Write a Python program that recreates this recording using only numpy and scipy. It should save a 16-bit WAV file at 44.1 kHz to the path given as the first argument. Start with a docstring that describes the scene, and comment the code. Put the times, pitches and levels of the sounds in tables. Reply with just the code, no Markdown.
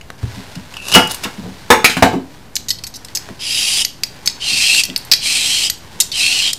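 """Carrot trimmed and peeled in a small kitchen

A knife cuts the end off a carrot on a wooden board and is laid down; then a swivel peeler rattles in
the hand and takes four long strips. Blows and clicks are rough contacts ringing modes; cutting and
peeling are dense random grains through fixed and gliding resonances. A soft hum and rustle lie beneath;
short noise echoes answer, and the hardest blows overload the close microphone."""
import sys
import numpy as np
from scipy import signal
from scipy.fft import rfft, irfft
from scipy.io import wavfile

SR = 44100
rng = np.random.default_rng(int(sys.argv[2]) if len(sys.argv) > 2 else 0)


def to_wav(s):
    """Save 16-bit WAV."""
    ch = np.atleast_2d(s).T  # columns
    pcm = np.round(np.clip(ch, -1, 1) * 32767)  # PCM
    wavfile.write(sys.argv[1], SR, pcm.astype(np.int16))


N = 290178

# blows on the board: (time [s], peak [dB], centre of colour [Hz], contact [ms], freedom to ring [0-1],
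# peak of the thud passed to the worktop [dB])
KNOCKS = [(0.103, -10.5, 1580, 0.72, 0.05, -41), (0.956, 10, 1300, 8, 0.55, 1.5),
          (1.25, -13, 1170, 10.5, 0.65, -20), (1.703, 19.5, 1030, 3, 0.36, -11.5),
          (1.844, 13, 2410, 3.8, 0.36, -22), (1.897, -5, 2620, 1.6, 0.92, -29),
          (1.969, -2, 1520, 2.5, 0.5, -11.5), (2.024, 20, 870, 0.9, 0.15, -9),
          (2.046, 3, 795, 2.1, 0.36, -7), (2.129, -19, 850, 14, 0.26, -17),
          (3.289, -15.5, 1800, 0.27, 0.05, -24.5)]
# peeling strokes: (start [s], end [s], time to bite [s], level early, late [dB], lower note early, late [Hz],
# its strength early, late [dB], treble early, late [dB], upper note [Hz])
STROKES = [(3.392, 3.843, .12, -19, -15.5, 2740, 2870, -9.5, -6, -5, -4, 4880),
           (4.397, 4.83, 0.1, -16.5, -13, 2730, 2640, -4, -2, -9, -5, 4260),
           (5.203, 5.693, 0.062, -15.5, -16.5, 2380, 3160, -5, -11, -5.5, -6, 4100),
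           (6.124, 6.526, 0.083, -14, -17, 2690, 3030, -3, -4.5, -6.5, -10, 4140)]
WIDE_SPREAD, NARROW_SPREAD = .012, .004     # relative pitch spread inside a cluster of modes


def from_db(db):
    """Gain of a level in dB."""
    return 10 ** (np.asarray(db) / 20)


def rms_one(x):
    """Scale to rms 1."""
    return x / np.sqrt(np.mean(x ** 2) + 1e-20)


def butterworth(x, order, hz, side):
    """Butterworth filter; side is low, high or band."""
    return signal.sosfilt(signal.butter(order, hz, side, fs=SR, output="sos"), x)


def in_time(rows):
    """Columns of a curve at every sample; -150 outside it, silence for a level."""
    s, *columns = np.transpose(rows)
    t = np.arange(N) / SR
    return [np.interp(t, s, column, left=-150, right=-150) for column in columns]


def swells(rows, edge_db):
    """Sum of swells (start, loudest, end, dB), straight in dB."""
    total = 0
    for start, top, end, db in rows:
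        curve = [(start, db + edge_db), (top, db), (end, db + edge_db)]
        total = total + from_db(in_time(curve)[0])
    return total


def at_hz(points, hz):
    """Values of a curve read on a log-frequency axis."""
    point_hz, value = np.transpose(points)
    return np.interp(np.log(hz), np.log(point_hz), value)


def coloured(x, spectrum):
    """Noise or grains given a spectrum; rms 1."""
    hz = np.maximum(np.arange(N // 2 + 1) * SR / N, 1)
    return rms_one(irfft(rfft(x) * from_db(at_hz(spectrum, hz)), N))


def drift(rate_hz):
    """Slow chance with spread 1: two-pole noise computed every 40 samples."""
    step, settle = 40, 2000
    r = np.exp(-2 * np.pi * rate_hz * step / SR)
    noise = rng.standard_normal(N // step + settle + 2)
    slow = signal.lfilter([1], [1, -2 * r, r * r], noise)[settle:]
    return np.interp(np.arange(N) / step, np.arange(len(slow)), rms_one(slow))


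def grains(per_s, spread_db):
    """Random clicks of uneven size."""
    size_db = spread_db * np.minimum(rng.exponential(1, N), 4)
    sizes = from_db(size_db) * rng.standard_normal(N)
    return sizes * (rng.random(N) < per_s / SR)


def resonate(x, hz, width_hz):
    """Fixed two-pole resonance with unit gain near its peak."""
    r = np.exp(-np.pi * width_hz / SR)
    a = [1, -2 * r * np.cos(2 * np.pi * hz / SR), r * r]
    return signal.lfilter([(1 - r * r) / 2, 0, (r * r - 1) / 2], a, x)


def gliding(x, hz, width_hz):
    """A steep resonance whose centre moves: the slow part of the grains rides on a gliding carrier."""
    carrier = np.exp(2j * np.pi * np.cumsum(hz) / SR)
    r = np.exp(-np.pi * width_hz / SR)
    slow = signal.lfilter([1], [1, -2 * r, r * r], x / carrier)
    return rms_one(np.real(slow * carrier))


def strike(events, modes, falloff_db, spread, dense_db, dense_t60, tick_db, size):
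    """Rough contacts ring the modes nearest their colour, as clusters of partials over dense lesser modes.

    Falloff is per octave, size in samples; freedom scales all decay times."""
    out, t = np.zeros(N + SR), np.arange(size) / SR
    hz, level_db, t60 = np.repeat(np.transpose(modes), 3, axis=1)[:, :, None]    # three partials a mode
    bins_hz = np.maximum(np.arange(size // 2 + 1) * SR / size, 20)
    for s, peak_db, centre_hz, ms, *freedom in events:
        detune = spread * rng.standard_normal((len(hz), 1))
        uneven_db = 2 * rng.standard_normal(len(hz))
        age = t / np.prod(freedom)      # a held body dies sooner

        turns = (hz * (1 + detune) * t).astype(np.float32)
        decay = np.exp((-np.log(1000) * age / t60).astype(np.float32))
        off_colour_db = falloff_db * np.abs(np.log2(hz[:, 0] / centre_hz))
        body = from_db(level_db[:, 0] - off_colour_db + uneven_db) @ (np.sin(2 * np.pi * turns) * decay)

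        off_colour_db = falloff_db * np.abs(np.log2(bins_hz / centre_hz))
        dense = irfft(rfft(rng.standard_normal(size)) * from_db(-off_colour_db), size)
        dense = from_db(dense_db - 60 * age / dense_t60) * rms_one(dense)
        body = body / np.abs(body).max() + dense

        rough = rng.standard_normal(size)
        rough[0] = from_db(tick_db)     # the first touch is the sharpest
        hold = np.exp(-(t * 1000 / max(ms, .2)) ** 4)    # chatters evenly, then lets go
        contact = (rough * hold)[:round(ms * SR / 500) + 20]
        sound = signal.fftconvolve(contact, body)[:size]
        at = round(s * SR)
        out[at:at + size] += from_db(peak_db) * sound / np.abs(sound).max()
    return out[:N]


def background():
    """Hands and cloth rustle as coloured grains over a steady hum of coloured noise."""
    # hum spectrum: (frequency [Hz], density [dB per Hz])
    hum = [(12, -49), (20, -3), (48, -2.5), (135, -1), (634, -16), (772, -15), (1210, -20), (4280, -29.5),
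           (14700, -37), (16500, -53.5)]
    # cloth spectrum: (frequency [Hz], density [dB per Hz])
    cloth = [(240, -19), (400, -6), (481, -11), (994, -5), (1270, -13), (1490, -7.5), (2630, -12),
             (4380, -12), (16000, -31)]
    # larger moves of hands and sleeves: (start [s], loudest [s], end [s], level [dB])
    moves = [(.18, .35, 0.79, -37), (.7, 1.15, 2, -38), (2.15, 2.35, 2.5, -52)]
    hum_db, still_db, reach_db = -41, -51, -42
    reach_s, lead_s = .42, .13     # the hand reaches back before every stroke
    reaches = [(s - reach_s, s - lead_s, s + lead_s, reach_db) for s, *_ in STROKES]
    level = from_db(still_db) + swells(moves + reaches, edge_db=-11.5)
    flutter = from_db(1.0 * drift(49))
    rustle = coloured(grains(8000, spread_db=1.0), cloth) * level * flutter
    return rustle + from_db(hum_db) * coloured(rng.standard_normal(N), hum)


def knife_snaps():
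    """The knife snaps through fibres and ticks, ringing a blade damped by the carrot."""
    # snaps and ticks: (time [s], peak [dB], centre of colour [Hz], contact [ms])
    snaps = [(0.011, -25.5, 2720, 1.8), (0.553, -21, 4440, 5.3), (0.739, -22.5, 2760, 1.4),
             (0.768, -13, 2760, 1.2), (0.883, -11, 5600, 3.6), (0.923, -7, 5000, 1.64),
             (0.938, 2.5, 4200, 9.8), (0.949, 19, 2850, 6), (1.073, -15.5, 8500, 2.4),
             (1.098, -17, 5000, 1.85), (1.115, -7.5, 11000, 1.8), (1.145, -9.5, 8040, 2.2),
             (1.236, -9, 3500, 15)]
    # blade modes: (frequency [Hz], level [dB], t60 when free [s])
    blade_modes = [(2650, -3, .08), (2870, 0, .2), (3300, -8, .05), (4300, -12, .025), (5050, -6, .12),
                   (6400, -11, .025), (7300, -10, .02), (8500, -10, .025), (10900, -10, .025),
                   (11500, -11, .025)]
    freedom = 0.33
    return strike([(*row, freedom) for row in snaps], blade_modes, falloff_db=9.0, spread=WIDE_SPREAD,
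                  dense_db=-7.5, dense_t60=0.083, tick_db=13, size=6000)


def board_knocks():
    """Blows ring the wooden board, more or less free each time."""
    # board modes: (frequency [Hz], level [dB], t60 when free [s])
    board_modes = [(262, -1, .28), (405, -5, .22), (484, 4, .26), (705, -1, .27), (762, 0, .3),
                   (872, 0, .33), (1014, -6, .2), (1290, -3, .2), (1438, -3, .18), (1555, -2, .22),
                   (1629, -5, .25), (2050, -5, .2), (2320, -2, .22), (3300, -9, .12), (4050, -10, .12),
                   (6640, -13, .1), (8490, -12, .16)]
    return strike([row[:-1] for row in KNOCKS], board_modes, falloff_db=8.5, spread=WIDE_SPREAD,
                  dense_db=-12.5, dense_t60=0.31, tick_db=24.5, size=12000)


def worktop_thuds():
    """The worktop rings low under soft thuds, rocking and the board's blows."""
    # soft thuds and rocking: (time [s], peak [dB], centre of colour [Hz], contact [ms])
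    thuds = [(0.229, -7.5, 120, 5), (0.367, -22.5, 178, 7.5), (0.562, -19, 145, 7.6),
             (1.379, -16.5, 149.4, 20.4), (1.43, -21, 186, 48), (2.13, -10, 265, 39),
             (4.518, -24.5, 82, 8.2), (4.883, -24, 230, 37), (5.95, -35, 300, 11)]
    # worktop modes: (frequency [Hz], level [dB], t60 when free [s])
    worktop_modes = [(77, -9, 0.5), (117, -2, 0.25), (185.3, -1.5, 0.16), (263.2, -4.5, 0.34),
                     (303, -18.5, 0.72), (379.6, -25.5, 0.45)]
    passed_hz, passed_ms, passed_freedom = 220, 13.7, 0.54
    passed = [(s, db, passed_hz, passed_ms, passed_freedom) for s, *_, db in KNOCKS]
    free = [(*row, 1) for row in thuds]
    return strike(free + passed, worktop_modes, falloff_db=12.5, spread=WIDE_SPREAD,
                  dense_db=-7.5, dense_t60=0.17, tick_db=15, size=14000)


def cutting():
    """Grains crackle under the knife; its squeak swells and rises in pitch up to the snap, then dies."""
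    # runs of crackle, fibres cracking, then the knife sliding off and wiping:
    # (start [s], loudest [s], end [s], level [dB]); the last breaks off just short of its loudest
    crackles = [(.74, .93, .94, -20), (.91, .955, 0.97, -13), (1.05, 1.11, 1.25, -24.5),
                (1.215, 1.243, 1.24, -20)]
    # crackle spectrum: (frequency [Hz], density [dB per Hz])
    crunch = [(880, -7.5), (1500, -7), (2740, -22), (3520, -4), (9280, -13.5), (11100, -13), (16000, -33.5)]
    bite_s, snap_s = .768, 0.94
    rise_s = .05     # the squeak's pitch rises just before the snap
    pressed_db, snap_db = -33.5, -8.5
    load_db_per_s, free_db_per_s = 700, 223     # last swell before the snap, decay after it
    pressed_hz, free_hz = 2680, 2930
    late_s = np.arange(N) / SR - snap_s
    pressed = from_db(pressed_db) * (late_s > bite_s - snap_s) * (late_s < 0)
    slope_db_per_s = np.where(late_s < 0, load_db_per_s, -free_db_per_s)
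    squeak = pressed + from_db(snap_db + slope_db_per_s * late_s)
    squeak_hz = np.interp(late_s, [-rise_s, 0], [pressed_hz, free_hz])
    crackle = grains(6000, spread_db=4.0)
    runs = swells(crackles, edge_db=-34) * coloured(crackle, crunch)
    return squeak * gliding(crackle, squeak_hz, 260) + runs


def peeler_rattles():
    """The loose blade clicks in its frame, swings over with a chatter, seats, and flips back after strokes."""
    # single clicks: (time [s], peak before the high-pass [dB], centre of colour [Hz], chatter [ms])
    clicks = [(2.71, -5, 4860, 7), (2.787, -20.5, 3960, 8.2), (2.838, -9, 4460, 6.3),
              (2.868, -13.5, 6200, 8.8), (2.94, -20.5, 4860, 17), (2.957, -18.5, 5540, 14),
              (3.048, -14.5, 5700, 4), (3.085, -22, 3000, 3), (4.035, 3, 4670, 2.6),
              (4.298, -13.5, 4500, 5), (4.748, 4.5, 4080, 2.1), (4.853, -7, 6030, 0.79),
              (4.9, -10, 3050, 0.8), (4.962, 2, 4500, 2.1), (4.977, -9, 8500, 1.1), (5.05, -22, 7700, 0.9),
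              (6.117, -10, 4200, 13)]
    # swings: (time [s], chatter peak before the high-pass [dB], time until it seats [ms], seating peak, same [dB])
    swings = [(2.555, -6, 10.6, 1), (2.685, -8.5, 19.5, 1.5), (3.151, -5.5, 21.4, -2.5),
              (4.259, -7, 15.8, 6), (5.115, 12.5, 20, 11), (6.002, 6.5, 17.7, -7)]
    # peeler modes: (frequency [Hz], level [dB], t60 [s])
    peeler_modes = [(1990, 5, .07), (2820, -4, .02), (3200, -6, .02), (4060, -5, .02), (4450, 0, .04),
                    (4700, -2, .025), (5110, -1, .03), (5670, -4, .025), (6270, -5, .025), (7690, -2, .025),
                    (8150, -4, .025), (9290, -1, .06), (10850, 1, .07), (11810, 12, .08), (13300, -1, .06)]
    chatter_hz, chatter_hz_per_db, chatter_share = 5600, -40, .65    # harder swings chatter lower
    seat_hz, seat_ms = 4700, 3.44
    leave_s, leave_db, leave_hz, leave_ms = .006, 1, 5570, 3.9
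    chatter = [(s, db, chatter_hz + chatter_hz_per_db * db, chatter_share * ms) for s, db, ms, _ in swings]
    seat = [(s + ms / 1000, db, seat_hz, seat_ms) for s, _, ms, db in swings]
    leave = [(end + leave_s, leave_db, leave_hz, leave_ms) for _, end, *_ in STROKES]
    rattle = strike(clicks + chatter + seat + leave, peeler_modes, falloff_db=19.0, spread=NARROW_SPREAD,
                    dense_db=-3, dense_t60=0.0071, tick_db=20.0, size=5000)
    return butterworth(rattle, 4, 1700, "high")    # the tiny blade has no body


def stroke(start, end, bite, early_db, late_db, early_hz, late_hz,
           sung_db, sung_late_db, bright_db, bright_late_db, upper_hz):
    """Touch, bite, pull, run out, lift: (s, level dB, lower Hz, lower dB, upper Hz, top Hz, treble dB)."""
    touch_s, touch_db, touch_hz, touch_dull_db = 0.02, -6.5, 3350, -5     # light, dull first touch
    run_out_s, shift_s = 0.061, .012     # as it runs out the upper note shifts over
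    lift_s, lift_db, lift_hz = 0.018, -23, 5000
    top_hz = 2.05 * upper_hz
    sagged_hz = top_hz * (1 - .1)     # the top note sags along the stroke
    run_out = end - run_out_s
    touch = touch_hz, sung_db, upper_hz, top_hz, bright_db + touch_dull_db
    lift = late_hz, sung_late_db, lift_hz, sagged_hz, bright_late_db
    return [(start, early_db + 3 * touch_db, *touch),
            (start + touch_s, early_db + touch_db, *touch),
            (start + bite, early_db, early_hz, sung_db, upper_hz, top_hz, bright_db),
            (run_out, late_db, late_hz, sung_late_db, upper_hz, sagged_hz, bright_late_db),
            (run_out + shift_s, late_db, *lift),
            (end - lift_s, late_db - 1.5, *lift),
            (end, late_db + lift_db, *lift)]


def peeling():
    """Cells burst along the blade; the pull wavers, and each resonance sings more or less in turn."""
    # spectrum of the bursting cells: (frequency [Hz], density [dB per Hz])
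    peel = [(88, -52.5), (150, -58), (244, -10), (431, -17.5), (759, -17), (888, -14.5), (1500, -17),
            (1980, -7), (2760, 5), (3420, -9), (3920, 1), (6510, -4.5), (8070, -6), (11700, -14),
            (16000, -71)]
    # steady resonances of the frame under the cut: (frequency [Hz], width [Hz], level [dB])
    singing = [(770, 74, -11), (3232, 140, 11), (3672, 160, 4), (4930, 170, 2.5), (5600, 810, -6),
               (7530, 287, -7), (9100, 120, -33)]
    wander, wander_hz = 0.045, 9     # share by which the singing strays, and how fast
    curves = np.max([in_time(stroke(*row)) for row in STROKES], axis=0)
    level_db, low_hz, low_db, high_hz, top_hz, treble_db = curves
    bursts = grains(20000, spread_db=1.0) * from_db(1.0 * drift(90))

    frame = 0
    for hz, width_hz, db in singing:
        frame = frame + from_db(db + 3.1 * drift(6.9)) * resonate(bursts, hz, width_hz)
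    low = gliding(bursts, low_hz * (1 + wander * drift(wander_hz)), 380)
    high = gliding(bursts, high_hz * (1 + wander * drift(wander_hz)), 650)
    low = from_db(low_db + 1.9 * drift(8)) * low
    high = from_db(-4.0 + 1.9 * drift(8)) * high
    top = from_db(-12) * gliding(bursts, top_hz, 1640)     # broad note over the upper one
    sound = coloured(bursts, peel) + from_db(-1.5) * rms_one(frame) + low + high + top

    body = rms_one(butterworth(sound, 3, 6500, "low"))
    treble = rms_one(butterworth(sound, 3, 6500, "high"))
    return from_db(level_db) * (body + from_db(treble_db) * treble)


def kitchen(x):
    """Dense echoes: octave bands of noise, each dying at its own rate."""
    # decay of the room: (frequency [Hz], t60 [s])
    room_t60 = [(100, 0.42), (1000, 0.31), (5000, 0.33), (15000, 0.24)]
    t, tail = np.arange(SR // 2) / SR, 0
    for hz in 90 * 2. ** np.arange(8):
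        noise = rng.standard_normal(len(t))
        band = butterworth(noise, 2, [hz / np.sqrt(2), hz * np.sqrt(2)], "band")
        tail = tail + band * from_db(-60 * t / at_hz(room_t60, hz))
    tail = tail * np.minimum(t / 0.0015, 1)
    return signal.fftconvolve(x, tail / np.sqrt(np.sum(tail ** 2)))[:N]


def scene():
    """Everything lies in front of one microphone: both channels are alike."""
    kitchen_db, rattle_send_db = -12, -1.5     # the peeler is held near, so the room answers it less
    hum_and_rustle = background()
    near = knife_snaps() + board_knocks() + worktop_thuds() + cutting() + peeling()
    near = butterworth(near, 4, 68, "high")    # small things radiate no deep bass
    rattle = peeler_rattles()
    echoes = from_db(kitchen_db) * kitchen(near + from_db(rattle_send_db) * rattle)
    return np.tile(near + rattle + echoes + hum_and_rustle, (2, 1))


def record(dry):
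    """The hardest blows clip flat about a slight offset; a steep low-pass cuts the top."""
    offset, stopband_hz = -.008, 16400
    clipped = np.clip(dry + offset, -1, 1)
    return signal.sosfilt(signal.cheby2(12, 60, stopband_hz, fs=SR, output="sos"), clipped)


dry = scene()
out = record(dry)
to_wav(out)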